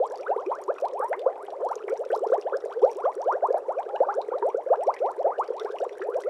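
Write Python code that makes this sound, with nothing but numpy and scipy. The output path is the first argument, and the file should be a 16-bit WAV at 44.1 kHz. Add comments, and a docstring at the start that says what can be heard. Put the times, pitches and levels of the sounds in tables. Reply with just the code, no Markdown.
"""Large air bubbles rise through an aquarium, heard close: each is a sine whose pitch climbs to the surface.
Damped plops, clusters of small cavities and a crowd of smaller, random bubbles fill the gaps.
Tiny bubbles burst on top: each tick is a damped ping, a resonant noise snap and faint glass modes.
Filtered noise makes the wash, decaying noise the echoes of tank and room, and mains harmonics
over a low rumble make the very faint air pump."""
import sys
import numpy as np
from scipy import signal
from scipy.fft import rfft, irfft
from scipy.io import wavfile

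SR = 44100
rng = np.random.default_rng(int(sys.argv[2]) if len(sys.argv) > 2 else 0)


def output_pcm(signal):
    """Save a mono or channel-first signal as 16-bit PCM at the path in sys.argv[1].

    Samples are clipped to [-1, 1] before scaling.
    """
    pcm = np.clip(np.atleast_2d(signal).T, -1, 1) * 32767
    wavfile.write(sys.argv[1], SR, np.round(pcm).astype(np.int16))


N = 277389  # length in samples

# Large bubbles. Each row: start in seconds, rise time in seconds, pitch at the start in Hz,
# pitch at the surface in Hz, level in dB, loudest point as a share of the rise.
RISING_BUBBLES = [(0.0, 0.064, 455, 1203, -17, 0), (0.098, 0.07, 397, 1128, -29.2, 0.42),
                  (0.182, 0.14, 439.6, 1672, -35, 0.0), (0.259, 0.09, 371, 1135, -19, 0.56),
                  (0.262, 0.025, 1027, 1740, -28, 0.33), (0.36, 0.049, 614, 1404, -29.0, 0.49),
                  (0.367, 0.099, 385.0, 1200.0, -31.5, 0.16), (0.458, 0.11, 340, 1610.0, -23.5, 0.27),
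                  (0.511, 0.019, 743, 1230, -23, 0.3), (0.573, 0.054, 470, 1174, -32.5, 0.32),
                  (0.671, 0.05, 342, 885, -19.5, 0.51), (0.679, 0.037, 811, 1680, -26, 0.0),
                  (0.82, 0.057, 496, 1116, -20, 0.28), (0.921, 0.13, 454.0, 1880.0, -27.5, 0.0),
                  (1.0, 0.039, 933, 1354, -27, 0.39), (1.022, 0.063, 785, 1046, -22.5, 0.0),
                  (1.082, 0.072, 355, 1217, -21, 0.53), (1.159, 0.136, 368.5, 1186, -30.5, 0.34),
                  (1.258, 0.032, 806, 1500, -27.5, 0.02), (1.265, 0.03, 482.0, 826, -19, 0.29),
                  (1.271, 0.082, 596, 884, -32.5, 0.22), (1.376, 0.079, 619.0, 1760, -37, 0.028),
                  (1.521, 0.035, 535, 1275, -28, 0.0), (1.599, 0.023, 524, 1340, -31, 0.0),
                  (1.6, 0.107, 388, 1400.0, -23.5, 0.39), (1.689, 0.048, 421, 1410, -24.2, 0.54),
                  (1.873, 0.021, 338.0, 2040, -26.5, 0.0), (1.892, 0.079, 384.4, 943, -24.0, 0.31),
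                  (1.977, 0.056, 372.4, 780.0, -22.5, 0.51), (2.108, 0.054, 378.0, 1250, -18.5, 0.47),
                  (2.203, 0.064, 355, 1214, -21, 0.45), (2.318, 0.052, 459, 1083, -13.5, 0.0),
                  (2.319, 0.02, 797, 1880, -29.5, 0.34), (2.445, 0.048, 392, 1057, -21, 0.47),
                  (2.52, 0.056, 365, 747, -19.5, 0.54), (2.528, 0.022, 1040, 1720, -27, 0.28),
                  (2.678, 0.077, 428, 1970, -33.5, 0.21), (2.741, 0.064, 411, 575, -23.8, 0.53),
                  (2.809, 0.055, 348.2, 757, -10, 0.57), (2.817, 0.036, 665, 1434, -26, 0.0),
                  (2.861, 0.046, 723, 966, -23, 0.18), (2.951, 0.12, 359, 2060, -30, 0.28),
                  (3.037, 0.075, 439.7, 1110, -17.5, 0.33), (3.052, 0.015, 870, 1370, -22.5, 0.31),
                  (3.155, 0.1, 367, 1247, -25.5, 0.42), (3.257, 0.088, 435, 1650.0, -18.5, 0.32),
                  (3.318, 0.064, 349.4, 885, -23, 0.5), (3.422, 0.051, 504, 1288, -15.7, 0.39),
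                  (3.493, 0.065, 410, 1076, -26, 0.2), (3.54, 0.047, 570, 937, -19.5, 0.094),
                  (3.681, 0.05, 457, 1236, -21, 0.16), (3.74, 0.087, 386.6, 1096, -23.5, 0.52),
                  (3.895, 0.29, 792.0, 941, -37.5, 0.0), (3.929, 0.05, 448, 1094, -22.5, 0.39),
                  (4.002, 0.043, 474, 1065, -11.8, 0), (4.062, 0.038, 479, 985, -25.5, 0.23),
                  (4.084, 0.057, 768, 885, -23.5, 0.058), (4.087, 0.029, 954, 1643, -24, 0.12),
                  (4.121, 0.038, 755, 1705, -32, 0.0), (4.142, 0.079, 369, 1080, -21, 0.5),
                  (4.299, 0.053, 475, 1414, -27.5, 0.59), (4.336, 0.053, 441, 882, -22.5, 0.075),
                  (4.416, 0.096, 375, 1085, -19, 0.41), (4.424, 0.022, 910, 1002, -21.5, 0.029),
                  (4.536, 0.077, 340, 995, -24.5, 0.57), (4.661, 0.043, 486, 830, -23.5, 0.0),
                  (4.7, 0.049, 449.0, 1012, -12.5, 0.36), (4.722, 0.028, 636, 1550, -28, 0.44),
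                  (4.766, 0.095, 406, 1108, -24, 0.41), (4.859, 0.052, 373.6, 1320, -14.5, 0.49),
                  (5.001, 0.089, 436.6, 1268, -20.5, 0.34), (5.036, 0.09, 367.0, 1227, -24.5, 0.41),
                  (5.172, 0.058, 375.5, 1006, -21.5, 0.48), (5.242, 0.047, 510, 967, -15.5, 0.33),
                  (5.26, 0.08, 413, 1470, -21, 0), (5.376, 0.058, 487.5, 1570, -19.5, 0.44),
                  (5.506, 0.12, 378.5, 1735, -33, 0.49), (5.594, 0.051, 366, 594, -27.4, 0.54),
                  (5.619, 0.086, 399, 1616, -31.5, 0.44), (5.717, 0.059, 378, 1173, -28, 0.47),
                  (5.803, 0.053, 377, 1125, -21, 0.42), (6.001, 0.14, 359, 1610, -28, 0.043),
                  (6.108, 0.086, 343.8, 901, -22, 0.58), (6.231, 0.07, 353.3, 784, -21.3, 0.54)]
# Plops as the surface closes. Each row: start in seconds, level in dB, pitch in Hz.
CLOSING_PLOPS = [(0.296, -22.0, 436), (0.36, -17, 462), (0.998, -17.5, 506), (1.041, -23, 620),
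                 (1.261, -10.5, 526), (1.661, -20, 492), (1.76, -24.5, 447), (1.837, -24.8, 409),
                 (1.875, -34, 376), (1.923, -14, 501), (2.059, -24, 509), (2.1, -19, 450),
                 (2.161, -21.5, 448), (2.177, -24.4, 445), (2.262, -17.1, 446), (2.298, -17.5, 470),
                 (2.377, -22, 426), (2.521, -19.4, 548), (2.637, -20.9, 450), (2.657, -21.5, 576),
                 (3.325, -23, 580), (3.483, -21.5, 450), (3.503, -13.5, 494), (3.543, -11, 615),
                 (3.86, -23.5, 457), (4.179, -20, 497), (4.283, -21, 453), (4.316, -20, 510),
                 (4.482, -21.0, 444), (4.543, -13.5, 472), (5.302, -25.5, 543), (5.384, -20.5, 476),
                 (5.483, -23, 464), (5.501, -16.5, 470), (5.643, -19.4, 441), (5.698, -23.7, 444),
                 (5.802, -23.5, 613), (5.862, -23.8, 474), (6.084, -18, 461), (6.101, -24.2, 487),
                 (6.182, -21.5, 490)]
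# The nearest tiny bubbles bursting. Each row: start in seconds, level in dB, cavity pitch in Hz.
NEAR_BURSTS = [(0.12, -42.5, 7700), (0.462, -40, 2450), (0.638, -40, 6820), (0.784, -40.5, 2560),
               (0.812, -43, 5860), (0.994, -40.5, 9740), (1.044, -44, 9000), (1.084, -41, 9300),
               (1.094, -41, 10700), (1.129, -35.5, 2200), (1.193, -39, 3530), (1.465, -45, 3180),
               (1.649, -43, 7300), (1.713, -42, 7200), (1.755, -34, 6560), (1.975, -42, 5740),
               (2.103, -57, 5700), (2.16, -43.5, 6070), (2.162, -41, 10500), (2.175, -41, 5200),
               (2.32, -45, 3880), (2.423, -40, 2750), (2.569, -35, 5170), (2.603, -52, 5500),
               (2.654, -48.5, 8900), (2.824, -45.5, 3370), (2.914, -41.5, 5670), (2.914, -43, 8940),
               (2.93, -50, 8400), (3.152, -42.5, 8300), (3.217, -41, 5670), (3.325, -44.5, 5700),
               (3.47, -48, 8200), (3.784, -43.5, 2400), (3.96, -36, 2880), (4.141, -43.5, 5710),
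               (4.15, -43, 7500), (4.216, -35.5, 3880), (4.384, -42.5, 3870), (4.835, -39, 8100),
               (4.94, -37.5, 4970), (4.964, -39, 2430), (5.383, -44, 2890), (5.395, -44.5, 7050),
               (5.597, -30.5, 3480), (5.785, -35.5, 2780), (5.801, -47, 5650), (5.817, -44, 3760),
               (5.929, -45, 3450), (6.215, -46.5, 4230)]
# Modes of the glass cover, tapped by the bursts. Each row: frequency in Hz, relative level in dB,
# time to decay by 60 dB in seconds.
GLASS_MODES = [(2165, -17, .04), (2755, -20, .025), (5690, -11, .03)]
# Spectrum of the churned water. Each row: frequency in Hz, relative level in dB per Hz.
WASH_SPECTRUM = [(100, -46), (200, -32), (280, -25), (400, 1), (520, -3), (800, -12), (1300, -23),
                 (2000, -37), (4000, -45), (9000, -50), (15000, -65)]
# Harmonics of the air pump. Each row: frequency in Hz, rms level in dB.
PUMP_HARMONICS = [(100, -88), (150, -93), (300, -70)]
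# Colour of the echoes in tank and room. Each row: frequency in Hz, gain in dB.
ECHO_SPECTRUM = [(300, 2), (450, 8.5), (1000, -1), (2000, 4), (4000, 0), (10000, -17)]
# Splashes, each a cluster of small cavities. Each row: start in seconds, level of the first cavity in dB,
# central pitch in Hz.
SPLASH_CLUSTERS = [(0.517, -33, 1120), (0.782, -36.5, 1400), (1.006, -33.5, 1360), (1.129, -27.5, 1793),
                   (1.481, -24, 600), (1.604, -29.5, 800), (1.882, -35.5, 1810), (2.103, -32.5, 1490),
                   (3.322, -29, 1310), (4.423, -37, 1395), (4.939, -42, 1940), (4.964, -38, 1950),
                   (6.016, -29.5, 1510)]
# Liveliness of the foam. Each row: time in seconds, level offset in dB.
FOAM_LIVELINESS = [(0, 6), (1.2, 2.5), (2.2, 7.5), (3.0, 4.5), (4.3, 1.5), (6.29, 8)]

WASH_DB = -45  # rms
TOP_EDGE_HZ = 16000  # the final low-pass is 50 dB down from here up
# a bubble's shape wobbles more as it nears the surface
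WOBBLE_SHARE, FLUTTER_DB = 0.021, 3  # share of the pitch; level
# a plop at PLOP_HZ swells in PLOP_SWELL_S; the time falls with the square of the pitch
PLOP_HZ, PLOP_SWELL_S = 502, 0.0028
# a bubble starting at STRAIGHT_HZ climbs evenly; deeper ones speed up, higher ones level off
STRAIGHT_HZ, LEAST_BEND = 600.2, .6
# a bubble loses FALL_DB from its loudest point to the surface, then lingers for a share of its rise time
BUBBLE_ATTACK_S, FALL_DB, LINGER_SHARE = 0.00036, 19, .4


def from_db(db):
    """Decibel law: 20 dB is a tenfold amplitude ratio."""
    return 10 ** (np.asarray(db) / 20)


def rms_one(x):
    """Normalisation by mean power: scale to rms 1."""
    return x / np.sqrt(np.mean(x ** 2) + 1e-20)


def seconds(length):
    """Uniform sampling: the time axis of a given length in seconds."""
    return np.arange(int(length * SR)) / SR


def add(out, s, sound):
    """Linear superposition: mix a sound in at time s."""
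    at = int(np.clip(s * SR, 0, N))
    out[at:at + len(sound)] += sound[:N - at]


def cut(x, hz, kind, order=2):
    """Maximally flat filtering: a Butterworth low- or high-pass."""
    sections = signal.butter(order, min(hz, .45 * SR), kind, fs=SR, output="sos")
    return signal.sosfilt(sections, x + 1e-18)


def coloured(x, spectrum):
    """Spectral shaping: weight each frequency by a curve drawn on a logarithmic axis."""
    hz, db = np.transpose(spectrum)
    bins = np.maximum(np.fft.rfftfreq(len(x), 1 / SR), 1)
    gain = from_db(np.interp(np.log(bins), np.log(hz), db))
    return irfft(rfft(x) * gain, len(x))


def chances(per_s, size):
    """Independent random arrivals at a mean rate: rows of a time in seconds and some uniform draws."""
    rows = rng.random((8000, size + 1))[:int(per_s * N / SR)]
    return np.column_stack([rows[:, 0] * N / SR, rows[:, 1:]])


def drift(t, per_s):
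    """Random modulation: lines join 64 normal draws at per_s points a second; the last one holds."""
    return np.interp(t * per_s, np.arange(64), rng.standard_normal(64))


def echoes(x, wet_db, t60, delay):
    """Diffuse reverberation: convolution with coloured, decaying noise gives dense reflections."""
    t = seconds(.6)
    tail = rng.standard_normal(len(t)) * np.exp(-np.log(1000) * t / t60) * (t > delay)
    unit_energy = tail / np.sqrt(np.sum(tail ** 2))
    tail = coloured(unit_energy, ECHO_SPECTRUM)
    return from_db(wet_db) * signal.fftconvolve(x, tail)[:N]


def bubble(rise, start_hz, end_hz, db, crest):
    """Added mass: the water load shrinks towards the surface, so the pitch climbs as the bubble rings."""
    t = seconds(rise * (1 + LINGER_SHARE))
    way = t / rise  # 1 at the surface
    crest = np.clip(crest, 0, .75)
    bend = max(STRAIGHT_HZ / start_hz, LEAST_BEND)
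    wobble = WOBBLE_SHARE * way * drift(t, 200)
    flutter_db = FLUTTER_DB * way * drift(t, 260)
    hz = (start_hz + (end_hz - start_hz) * way ** bend) * (1 + wobble)
    fall_db = FALL_DB * ((way - crest) / (1 - crest)) ** 2
    swell = from_db(db + flutter_db - fall_db)
    attack = 1 - np.exp(-t / BUBBLE_ATTACK_S)
    release = np.clip((1 + LINGER_SHARE - way) / LINGER_SHARE, 0, 1)
    return swell * attack * release * np.sin(2 * np.pi * np.cumsum(hz) / SR)


def large_bubbles():
    """Volume resonance near the listener: each large bubble sounds one rising glide."""
    out = np.zeros(N)
    for s, rise, start_hz, end_hz, db, crest in RISING_BUBBLES:
        add(out, s, bubble(rise, start_hz, end_hz, db, crest))
    return out


def small_bubbles(top_db=-34, spread_db=12, small_db=-6):
    """Resonance scaling with size: in a crowd of faint glides, smaller bubbles are higher, shorter, weaker."""
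    per_s, low_hz, octaves = 36, 380, 1.75
    climb, rise_s, crest = 1.5, .026, .43  # climb is a pitch ratio
    out = np.zeros(N)
    for s, small, strength, pace in chances(per_s, size=3):
        hz = low_hz * 2 ** (octaves * small)
        db = top_db - spread_db * strength + small_db * small
        rise = rise_s * (.5 + pace) * 2 ** (.5 - small)
        add(out, s, bubble(rise, hz, hz * climb, db, crest))
    return out


def plips(top_db=-49, spread_db=13):
    """Small-cavity resonance: pinhead bubbles give brief, high, slightly rising notes."""
    per_s, low_hz, octaves = 55, 1300, 1.5
    cycles, climb, small_db = 11, 1.1, -10
    out = np.zeros(N)
    for s, small, strength, pace in chances(per_s, size=3):
        hz = low_hz * 2 ** (octaves * small)
        lively_db = np.interp(s, *np.transpose(FOAM_LIVELINESS))
        db = top_db - spread_db * strength + small_db * small + lively_db
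        add(out, s, bubble(cycles * (.5 + pace) / hz, hz, hz * climb, db, 0))
    return out


def churned_wash():
    """Broadband turbulence noise: steady noise takes the spectrum of churned water."""
    return from_db(WASH_DB) * rms_one(coloured(rng.standard_normal(N), WASH_SPECTRUM))


def pump(rumble_db=-84, rumble_hz=200):
    """Periodic excitation: mains harmonics of random phase over a faint low-passed rumble."""
    t = np.arange(N) / SR
    hum = np.zeros(N)
    for hz, db in PUMP_HARMONICS:
        hum += from_db(db) * np.sqrt(2) * np.sin(2 * np.pi * (hz * t + rng.random()))
    rumble = rms_one(cut(rng.standard_normal(N), rumble_hz, "low"))
    return hum + from_db(rumble_db) * rumble


def burst(db, hz, cycles, snap_db=-7, glass_db=-2):
    """Impulsive excitation: the film snaps, the tiny open cavity pings and the glass rings faintly."""
    t, snap_s, snap_q = seconds(.025), .0013, 3.5
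    turns = hz * t
    ping = np.exp(-turns / cycles) * np.sin(2 * np.pi * turns)
    # a two-pole resonance of the same cavity colours the snap
    radius, angle = np.exp(-np.pi * hz / snap_q / SR), 2 * np.pi * hz / SR
    tear = rng.standard_normal(len(t)) * np.exp(-t / snap_s)
    resonance = [1, -2 * radius * np.cos(angle), radius * radius]
    snap = rms_one(signal.lfilter([1, 0, -1], resonance, tear)) * np.sqrt(snap_s / t[-1])
    glass = np.zeros(len(t))
    for mode_hz, level_db, t60 in GLASS_MODES:
        decay = np.exp(-np.log(1000) * t / t60)
        glass += rng.random() ** 2 * from_db(level_db) * decay * np.sin(2 * np.pi * mode_hz * t)
    opening = (1 - np.exp(-turns)) ** 2  # the hole takes a cycle or two to open
    return from_db(db) * opening * (ping + from_db(snap_db) * snap + from_db(glass_db) * glass)


def fizz(near_cycles=7, faint_db=-73, small_db=-7):
    """Superposed impulses: a few near bursts over many faint ticks and pings that come in flurries."""
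    per_s, spread_db, low_hz, octaves = 300, 10.5, 1400, 2.95
    flurries_per_s, flurry_db = 10, 3
    out = np.zeros(N)
    for s, db, hz in NEAR_BURSTS:
        add(out, s, burst(db, hz, near_cycles))
    faint = chances(per_s, size=3)
    times = faint[:, 0]
    lively_db = np.interp(times, *np.transpose(FOAM_LIVELINESS))
    lively_db = lively_db + flurry_db * drift(times, flurries_per_s)
    for (s, small, strength, ringing), lively in zip(faint, lively_db):
        # the logarithm makes strong bursts rare
        db = faint_db + lively - spread_db * np.log(strength + .045) + small_db * small
        cycles = 2 ** (1 / 2 + 2 * ringing)
        add(out, s, burst(db, low_hz * 2 ** (octaves * small), cycles))
    out = out + echoes(out, wet_db=-5, t60=.025, delay=.0015)
    return cut(out, 12500, "low", order=3)


def plop(db, hz, swell):
    """Heavily damped resonance: a cavity sounds a few cycles that swell and die."""
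    t = seconds(10 * swell)
    envelope = t / swell * np.exp(1 - t / swell)
    return from_db(db) * envelope * np.sin(2 * np.pi * hz * t)


def lapping(per_s=130, top_db=-33, spread_db=14, low_hz=410, octaves=2.495, small_db=-13):
    """Random cavity resonance: the stirred surface gives faint plops, most of them low."""
    swell_s = .0036  # at the lowest pitch
    out = np.zeros(N)
    for s, small, strength in chances(per_s, size=2):
        ratio = 2 ** (octaves * small ** 2)
        db = top_db - spread_db * strength + small_db * small ** 2
        add(out, s, plop(db, low_hz * ratio, swell_s / ratio))
    return out


def closing_plops():
    """Cavity closure: each plop rings as the surface closes, and lower ones last longer."""
    out = np.zeros(N)
    for s, db, hz in CLOSING_PLOPS:
        add(out, s, plop(db, hz, PLOP_SWELL_S * (PLOP_HZ / hz) ** 2))
    return out


def splashes(length=0.021, fade_db=16):
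    """Fragmentation: a bubble breaks into a quick, fading run of nine smaller ones of random pitch."""
    octaves, swell_s = .6, .0012
    out = np.zeros(N)
    for s, db, hz in SPLASH_CLUSTERS:
        lateness = np.linspace(0, 1, num=9) ** 1.5
        for late, small in zip(lateness, rng.random(size=9)):
            pitch = hz * 2 ** (octaves * (small - .5))
            add(out, s + length * late, plop(db - fade_db * late, pitch, swell_s))
    return out


def scene(bass_hz=340, glide_top_hz=1700, room_db=-16):
    """Radiation limits: glides die out high up, and so small a surface radiates little bass."""
    glides = large_bubbles() + closing_plops() + small_bubbles()
    glides = cut(glides, glide_top_hz, "low", order=6)
    water = glides + lapping() + splashes() + plips() + fizz()
    water = water + echoes(water, room_db, t60=.22, delay=.0046)
    water = cut(water, bass_hz, "high", order=10)
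    return (water + churned_wash() + pump())[None]


def record(dry, thud_db=-11):
    """Even-order distortion: lopsided large swings put a faint thud under themselves; the top is cut."""
    thud = cut(dry ** 4, 150, "low")
    bent = dry + from_db(thud_db) * thud
    return signal.sosfilt(signal.cheby2(12, 50, TOP_EDGE_HZ, fs=SR, output="sos"), bent)


dry = scene()
out = record(dry)
output_pcm(out)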